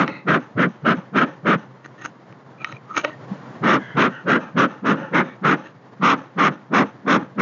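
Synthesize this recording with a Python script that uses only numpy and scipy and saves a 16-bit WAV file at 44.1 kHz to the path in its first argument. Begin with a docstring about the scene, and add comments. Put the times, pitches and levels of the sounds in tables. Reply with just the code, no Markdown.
"""A breathy puff already under way opens the scene: a bee smoker is pumped over an open hive, outdoors.
Six puffs, a pause, then twelve more: turbulent jets are filtered noise, shaped by the flow of each squeeze.
After each, air sucked back in hisses and at times wheezes; folds of the bellows boom as damped sines.
Mostly in the pause, the can clicks (decaying modes) and the glove scrapes and squeaks (grainy noise).
Behind lies soft outdoor air, a slowly swelling noise in which the suit rustles."""
import sys
import numpy as np
from scipy import signal
from scipy.fft import rfft, irfft
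from scipy.io import wavfile
from scipy.ndimage import uniform_filter1d, minimum_filter1d

SR = 44100
rng = np.random.default_rng(int(sys.argv[2]) if len(sys.argv) > 2 else 0)


def generate_wav(sig):
    """Save sig (samples, or channels by samples) to the path in sys.argv[1] as 16-bit PCM at SR."""
    pcm = np.round(np.clip(np.atleast_2d(sig).T, -1, 1) * 32767).astype(np.int16)
    wavfile.write(sys.argv[1], SR, pcm)


N = 326869
TIME = np.arange(N) / SR
BLOCK = 2 ** 14   # samples that hold one short event
CUTOFF_HZ = 7300   # top of the final band; spectral tilts level off here


def amp(db):
    """Decibel law: a level becomes an amplitude ratio."""
    return 10 ** (np.asarray(db) / 20)


def rms_one(x):
    """Normalisation: the signal is scaled to an rms of 1."""
    return x / np.sqrt(np.mean(x ** 2) + 1e-20)


def add(out, start, sound):
    """Superposition: a sound is mixed in from a given time on; what falls outside is lost."""
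    at = int(round(start * SR))
    first, last = max(at, 0), min(at + len(sound), N)
    if first < last:
        out[first:last] += sound[first - at:last - at]


def noise(spectrum, peaks=(), tilt_db=0, size=N):
    """Spectral shaping: white noise gains a spectrum, bell-shaped peaks or hollows and a tilt per octave; rms 1."""
    octave = np.log2(np.maximum(np.fft.rfftfreq(size, 1 / SR), 1))
    hz, level = np.transpose(spectrum)
    colour = np.interp(octave, np.log2(hz), level)
    colour = colour + tilt_db * np.minimum(octave, np.log2(CUTOFF_HZ))
    for centre, width, gain in peaks:
        colour = colour + gain * np.exp(-.5 * ((octave - np.log2(centre)) / width) ** 2)
    white = rng.standard_normal(size)
    return rms_one(irfft(rfft(white) * amp(colour), size))


def flutter(rate, depth_db, size=N):
    """Random amplitude modulation: a gain of rms 1 wanders about `rate` times a second."""
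    steps = np.arange(size) * rate / SR
    knots = rng.standard_normal(size // 10)
    return rms_one(amp(depth_db * np.interp(steps, np.arange(len(knots)), knots)))


def swell(x):
    """Logistic onset: a smooth step from 0 to 1."""
    return 1 / (1 + np.exp(-np.clip(x, -20, 20)))


def struck(modes, t):
    """Modal decay: damped sines, each with a strength of its own at every blow."""
    ring = np.zeros(len(t))
    for k, (hz, db, t60) in enumerate(modes):
        strength = (-1) ** k * amp(db + rng.normal(0, 0.5))
        ring += strength * np.sin(2 * np.pi * hz * t) * np.exp(-np.log(1000) * t / t60)
    return ring


# squeezes of the bellows: start t/s, end t/s, jet relative level/dB, nozzle resonance f/Hz,
# its overtone level/dB, refill relative level/dB, refill fade/(dB/s)
SQUEEZES = [(-0.06, 0.054, -18, 1200, -6, -18, 130), (0.276, 0.381, -17, 1330, 0.5, -28, 164),
            (0.577, 0.667, -19, 1410, 2, -36, 111), (0.852, 0.942, -16, 1370, -4, -21.5, 172),
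            (1.147, 1.252, -17, 1330, -5, -21.5, 158), (1.457, 1.56, -18, 1330, 0.5, -28.5, 169),
            (3.632, 3.782, -16, 1240, 0.5, -39, 53), (3.968, 4.084, -15, 1270, -4, -31.5, 60),
            (4.27, 4.386, -17.5, 1330, -0.5, -22, 113), (4.567, 4.668, -17, 1295, -6, -25, 104),
            (4.847, 4.949, -19, 1290, -3.5, -18, 67), (5.132, 5.226, -16.5, 1470, 5, -21.5, 142),
            (5.44, 5.552, -15.5, 1305, 0, -25, 116), (6.021, 6.153, -13, 1170, -9, -24.5, 117),
            (6.382, 6.496, -13, 1124, -4.5, -21, 212), (6.726, 6.839, -16.5, 1110, -3, -26, 190),
            (7.07, 7.182, -17, 1190, -3.5, -15.5, 226.5), (7.386, 7.496, -17.3, 1200, -1, -25, 150)]
# as the smoker is turned, the echo off the hive lid hollows another pitch, and hiss and rush are more or
# less shielded: t/s, hollow f/Hz, hollow level/dB, hiss relative level/dB, rush level/dB
AIM = [(0, 955, -5, -0.5, -16), (0.6, 810, -10.5, -2, -16), (1.099, 855, -6.5, -1, -17),
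       (3.8, 756, -4, 1.2, -16), (4.5, 850, -10, 0.5, -16.5), (5.199, 680, -3.5, 2.2, -17),
       (6.2, 657, -6.5, 1.3, -18.5), (6.7, 710, 0, 2.5, -15), (7.3, 710, -7.5, 4, -16.5)]
# spectra of low rush, jet and high hiss: f/Hz, relative level/dB
RUSH_SPECTRUM = [(30, -37.5), (80, -55), (110, -14), (165, 4.5), (270, 4.5), (400, -2), (600, -6.5),
                 (900, -11), (1500, -16.5), (4000, -59.5)]
JET_SPECTRUM = [(40, -68.5), (200, -28.5), (600, -5), (900, -3.5), (1300, 0), (1900, -3.5), (2500, -14),
                (3300, -21), (4500, -34), (7000, -54.5)]
HISS_SPECTRUM = [(100, -66), (1000, -14.5), (2000, 10), (2800, 6), (3700, -1), (4200, -7.5), (4550, -21.5),
                 (5100, -8), (6600, -11), (7500, -38)]
NOZZLE_PEAK_DB, NOZZLE_OVERTONE = 5.5, 1.48   # resonance height; overtone as a multiple of its pitch
ATTACK_S, RELEASE_S = 0.0064, 0.0099   # time scales of the airflow in a squeeze


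def puffs():
    """Turbulent jet noise: airflow rises and falls with each squeeze; the higher a sound, the more flow it needs."""
    out = np.zeros(N)
    lead = .1   # s kept before the squeeze
    t = TIME[:BLOCK] - lead
    aim_s, *aim = np.transpose(AIM)
    for start, end, jet_db, nozzle_hz, overtone_db, _, _ in SQUEEZES:
        hollow_hz, hollow_db, hiss_db, rush_db = (np.interp(start, aim_s, column) for column in aim)
        stroke = np.clip(t / (end - start), 0, 1)
        push = amp(2.0 * (np.sin(np.pi * stroke) - 1))   # the hand presses hardest in mid-stroke
        unsteady = flutter(rate=57.3, depth_db=0.74, size=BLOCK)
        flow = push * unsteady * swell(t / ATTACK_S) * swell((end - start - t) / RELEASE_S)

        hollow = (hollow_hz, .2, hollow_db)
        nozzle = (nozzle_hz, .16, NOZZLE_PEAK_DB)
        overtone = (NOZZLE_OVERTONE * nozzle_hz, .12, overtone_db)
        # reflections off the hive colour each puff differently
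        ripple = [(hz * amp(rng.normal(0, 0.49)), .04, rng.normal(0, 2.1))
                  for hz in np.geomspace(450, 6500, num=20)]

        rush_noise = noise(RUSH_SPECTRUM, [hollow], size=BLOCK)
        jet_noise = noise(JET_SPECTRUM, [hollow, nozzle, overtone] + ripple, size=BLOCK)
        hiss_noise = noise(HISS_SPECTRUM, [overtone] + ripple, tilt_db=0.6 * hiss_db, size=BLOCK)
        rush = amp(rush_db) * flow ** 0.85 * rush_noise
        jet = amp(jet_db + 2.5) * flow ** 2.0 * jet_noise
        hiss = amp(jet_db + hiss_db - 12.0) * flow ** 3.9 * hiss_noise
        eddies = flutter(rate=320, depth_db=1.47, size=BLOCK)
        add(out, start - lead, rush + (jet + hiss) * eddies)
    return out


# spectrum of air drawn through the inlet: f/Hz, relative level/dB
INLET_SPECTRUM = [(60, -40), (140, 12), (280, 13), (520, 1), (720, 4.5), (1300, 5), (1900, -2.5),
                  (3000, -7), (4000, -14.5), (4600, -26), (6300, -14.5), (7500, -46.5)]
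# inlet resonances: f/Hz, width/octave, level/dB
INLET_MODES = [(530, 0.09, 11.5), (858, 0.042, 8.5), (1400, 0.22, 3), (1790, 0.033, 6.5), (2630, 0.079, 1)]
REFILL_DELAY_S, REFILL_S = .009, 0.12   # the spring opens the bellows after each squeeze
INLET_WHISTLE_HZ = 1400   # centre of a small random spread
USUAL_FADE = 180   # dB per s; a slower refill means a narrower gap, which sings more sharply
USUAL_REFILL_DB, REFILL_THINNING = -26.5, .25   # tilt in dB per octave for each dB below the usual level


def refills():
    """Resonant suction noise: the spring opens the bellows and draws air in, fading until they are full."""
    out = np.zeros(N)
    t = TIME[:BLOCK]
    for _, end, *_, level_db, fade in SQUEEZES:
        singing = (USUAL_FADE / fade) ** .4
        modes = [(hz * amp(rng.normal(0, 0.11)), width, db * singing) for hz, width, db in INLET_MODES]
        whistle = (INLET_WHISTLE_HZ * amp(rng.normal(0, 1.2)), .08, 4.0)
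        thinning = REFILL_THINNING * (USUAL_REFILL_DB - level_db)   # gentler refills are thinner
        draw = noise(INLET_SPECTRUM, modes + [whistle], tilt_db=thinning, size=BLOCK)
        shape = swell((t - .008) / 0.01) * swell((REFILL_S - t) / 0.059) * amp(-fade * t)
        unsteady = flutter(rate=230, depth_db=2.0, size=BLOCK)
        add(out, end + REFILL_DELAY_S, amp(level_db - 5.0) * shape * draw * unsteady)
    return out


# wheezes of the inlet on slow refills: middle t/s, half length t/s, level/dB, pitch at the middle f/Hz
WHEEZES = [(0.125, 0.067, -43.5, 2066), (3.876, 0.1, -44, 1610), (4.161, 0.046, -41.5, 1464),
           (4.448, 0.042, -46.5, 1272), (4.724, 0.054, -51.5, 1390), (5.017, 0.063, -43, 1418),
           (5.289, 0.055, -50.5, 1810)]
# bands of a wheeze: multiple of the pitch, width as a share of the pitch, relative level/dB
WHEEZE_BANDS = [(.61, 0.038, -8), (1, 0.14, 3), (1.26, 0.087, -3), (1.95, 0.23, -9.5)]
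WHEEZE_GLIDE = -0.194   # octaves per s


def wheezes():
    """Narrow-band noise on gliding carriers: air in a narrow gap sings, sliding down as the gap changes."""
    out = np.zeros(N)
    t = TIME[:BLOCK] - TIME[BLOCK // 2]
    for middle, half, level_db, hz in WHEEZES:
        phase = 2 * np.pi * np.cumsum(hz * 2 ** (WHEEZE_GLIDE * t)) / SR
        shape = np.exp(-.5 * np.abs(t / half) ** 2.8)
        for multiple, width, db in WHEEZE_BANDS:
            lowpass = signal.butter(2, width * hz / 2, fs=SR, output="sos")
            a, b = signal.sosfilt(lowpass, rng.standard_normal((2, BLOCK)))
            band = rms_one(a * np.cos(multiple * phase) + b * np.sin(multiple * phase))
            add(out, middle + t[0], amp(level_db + db) * shape * band)
    return out


# hard slaps of a fold: t/s, relative peak level/dB, pitch f/Hz
HARD_FLAPS = [(0.665, -8.5, 179), (0.98, -18, 182), (1.555, -13.5, 176), (2.733, -27.5, 132),
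              (3.314, -13.5, 194), (6.504, -17, 177)]
# typical flip before each jet and rebound after it: nominal lead or delay, relative peak, pitch
FOLD_LEAD_S, FOLD_DB, FOLD_HZ = 0.0215, -21, 190
REBOUND_DELAY_S, REBOUND_DB, REBOUND_HZ = 0.028, -25.5, 248


def flaps():
    """Cavity resonance: a fold snaps over around each squeeze, and the bellows air booms for a few cycles."""
    out = np.zeros(N)
    t = TIME[:SR // 8] - TIME[SR // 20]
    folds = []
    for start, end, *_ in SQUEEZES:
        for at, db, hz in [(start - FOLD_LEAD_S, FOLD_DB, FOLD_HZ),
                           (end + REBOUND_DELAY_S, REBOUND_DB, REBOUND_HZ)]:
            folds.append((at, db + rng.normal(0, 1.4), hz * amp(rng.normal(0, 1.5))))
    for start, peak_db, hz in HARD_FLAPS + folds:
        tone = np.sin(2 * np.pi * hz * t + rng.uniform(0, 2 * np.pi))
        boom = swell(t / .0028) * np.exp(-t / 0.0082) * tone
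        add(out, start + .005 + t[0], amp(peak_db + 1.0) * boom)   # the rise centres 5 ms after the listed time
    return out


# knocks on the can: t/s, relative peak level/dB, dull thud re the ring level/dB
KNOCKS = [(0.078, -13.5, 0), (1.844, -37, 3), (2.051, -28, -15), (2.325, -37.5, 7), (2.645, -10, -32),
          (2.724, -24, 5.5), (2.967, -9.5, -39), (3.047, -7.5, 9)]
# modes of the tin can: f/Hz, relative level/dB, decay time t60/s
CAN_MODES = [(1240, 1.5, 0.024), (1480, 3, 0.0051), (1890, 0.5, 0.028), (2230, 1, 0.017), (2560, 1, 0.0098),
             (3030, -6, 0.014), (3810, -11.5, 0.017), (5340, -10.5, 0.0057), (5780, -14.5, 0.0099)]
# modes of the wooden bellows board: f/Hz, relative level/dB, decay time t60/s
BOARD_MODES = [(295, -18, 0.078), (543, -8, 0.037), (925, -17, 0.094)]
# spectrum of friction, also used for the crack of a knock: f/Hz, relative level/dB
FRICTION_SPECTRUM = [(80, -7.5), (300, 2), (900, 0.5), (1800, -2), (2800, -2), (3900, -10), (4600, -16),
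                     (7000, -70)]
AFTER_RING_DB, AFTER_RING_T60_S = -26, 0.25   # start level re the can modes; decay time
AFTER_RING_WIDTH, AFTER_RING_PEAK_DB = 0.064, 14.5   # its resonances: octaves, height


def clicks():
    """Impact excitation of modes: hard contacts ring the can and thud in the board; the tin rings on faintly."""
    out = np.zeros(N)
    t = TIME[:SR // 3]
    tin = [(hz, AFTER_RING_WIDTH, AFTER_RING_PEAK_DB) for hz, _, _ in CAN_MODES]
    for start, peak_db, thud_db in KNOCKS:
        crack = amp(-35.5) * noise(FRICTION_SPECTRUM, size=len(t)) * np.exp(-t / 0.00083)
        decay = amp(AFTER_RING_DB - 60 * t / AFTER_RING_T60_S)
        after_ring = decay * noise(FRICTION_SPECTRUM, tin, tilt_db=3.5, size=len(t))
        ring = struck(CAN_MODES, t)
        thud = amp(thud_db) * struck(BOARD_MODES, t)
        add(out, start, amp(peak_db - 7.0) * (ring + thud + crack + after_ring))
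    return out


# glove and sleeve rub on the smoker: middle t/s, half length t/s, relative level/dB, squeak f/Hz, squeak level/dB
RUBS = [(1.852, 0.0092, -40, 1850, 15), (2.021, 0.02, -39.5, 1810, 13), (2.056, 0.0091, -30.5, 1460, 4.5),
        (2.615, 0.011, -41.5, 2400, 23), (2.672, 0.031, -37.5, 1320, 21), (2.71, 0.019, -43, 3980, 10),
        (2.763, 0.009, -43, 2360, 27), (2.909, 0.0085, -27, 1256, 38), (2.942, .011, -29.5, 1296, 41),
        (2.976, 0.0065, -21, 1380, 3.5), (2.986, .015, -24.5, 2320, 9), (3.049, 0.0039, -18.5, 610, 19),
        (3.078, 0.023, -30, 607, 28), (3.116, 0.016, -41, 1860, 25), (5.669, .013, -38, 1700, 18)]
# resonances of the can that colour every rub: f/Hz, width/octave, level/dB
RUB_MODES = [(314, 0.1, 17), (935, 0.026, 12), (1240, 0.13, 12), (1500, 0.064, 10.5), (1860, 0.049, 9.5),
             (2750, 0.065, 4.5), (4000, 0.036, 6), (6430, 0.068, 16.5)]
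# spectrum of the bright edge of a rub: f/Hz, relative level/dB
EDGE_SPECTRUM = [(2500, -16), (3900, -36), (4600, -3), (5400, 4), (6500, -2), (7500, -19.5)]
EDGE_DB, EDGE_LOSS = -10, 0.83   # edge level without squeak; dB lost per dB of squeak


def rubs():
    """Stick-slip friction: grainy noise in the can; the more one resonance squeaks, the less bright edge is left."""
    out = np.zeros(N)
    t = TIME[:BLOCK] - TIME[BLOCK // 2]
    for middle, half, level_db, squeak_hz, squeak_db in RUBS:
        squeak = (squeak_hz, .08, squeak_db)
        friction = noise(FRICTION_SPECTRUM, RUB_MODES + [squeak], size=BLOCK)
        edge = amp(EDGE_DB - EDGE_LOSS * squeak_db) * noise(EDGE_SPECTRUM, RUB_MODES, size=BLOCK)
        grain = flutter(rate=370, depth_db=4.5, size=BLOCK)
        add(out, middle + t[0], amp(level_db) * (friction + edge) * grain / np.cosh(t / half))
    return out


def surroundings(x):
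    """Diffuse scattering: convolution with a short decaying noise tail, as from the hives and hedge."""
    t = TIME[:SR // 2]
    tail = noise(INLET_SPECTRUM, size=len(t)) * np.exp(-t / 0.012) * swell((t - .012) / 0.004)
    unit_energy = tail / np.sqrt(np.sum(tail ** 2))
    return signal.fftconvolve(x, unit_energy)[:N]


# spectrum of outdoor air: f/Hz, relative level/dB
AIR_SPECTRUM = [(18, -78.5), (30, -57.5), (75, -35.5), (113, -6), (129, 2), (152, -3.5), (361, -9.5),
                (569, -11.5), (683, -13), (1100, -13.5), (1290, -18), (1820, -20.5), (2570, -32),
                (3080, -32), (7000, -44), (9100, -86), (15400, -120)]
AIR_DB = -46   # level away from the rustle
# the suit rustles as the arm swings round: middle, half length, rise over the air
RUSTLE_S, RUSTLE_HALF_S, RUSTLE_DB = 3.48, 0.43, 8


def background():
    """Broadband ambient noise: soft outdoor air, louder while the suit moves."""
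    level_db = AIR_DB + RUSTLE_DB * np.exp(-.5 * ((TIME - RUSTLE_S) / RUSTLE_HALF_S) ** 2)
    return amp(level_db) * noise(AIR_SPECTRUM) * flutter(rate=45, depth_db=1.5)


def scene():
    """Superposition of the smoker close by, a little scatter and the open air; one channel."""
    smoker = puffs() + refills() + wheezes() + flaps() + clicks() + rubs()
    return (smoker + amp(-39) * surroundings(smoker) + background())[None]


CEILING = .49   # limiter threshold, as amplitude before the filters
BASS_CUT_HZ = 79


def record(dry):
    """Peak limiting and band limiting: a fast limiter holds peaks down; deep bass and top are filtered off."""
    window = SR // 300   # samples over which the gain is held and smoothed
    needed = np.minimum(1, CEILING / (np.abs(dry) + 1e-9))
    gain = uniform_filter1d(minimum_filter1d(needed, window), window)
    bass_cut = signal.butter(4, BASS_CUT_HZ, "high", fs=SR, output="sos")
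    top_cut = signal.ellip(10, .2, 80, CUTOFF_HZ, fs=SR, output="sos")
    return signal.sosfilt(top_cut, signal.sosfilt(bass_cut, dry * gain))


dry = scene()
out = record(dry)
generate_wav(out)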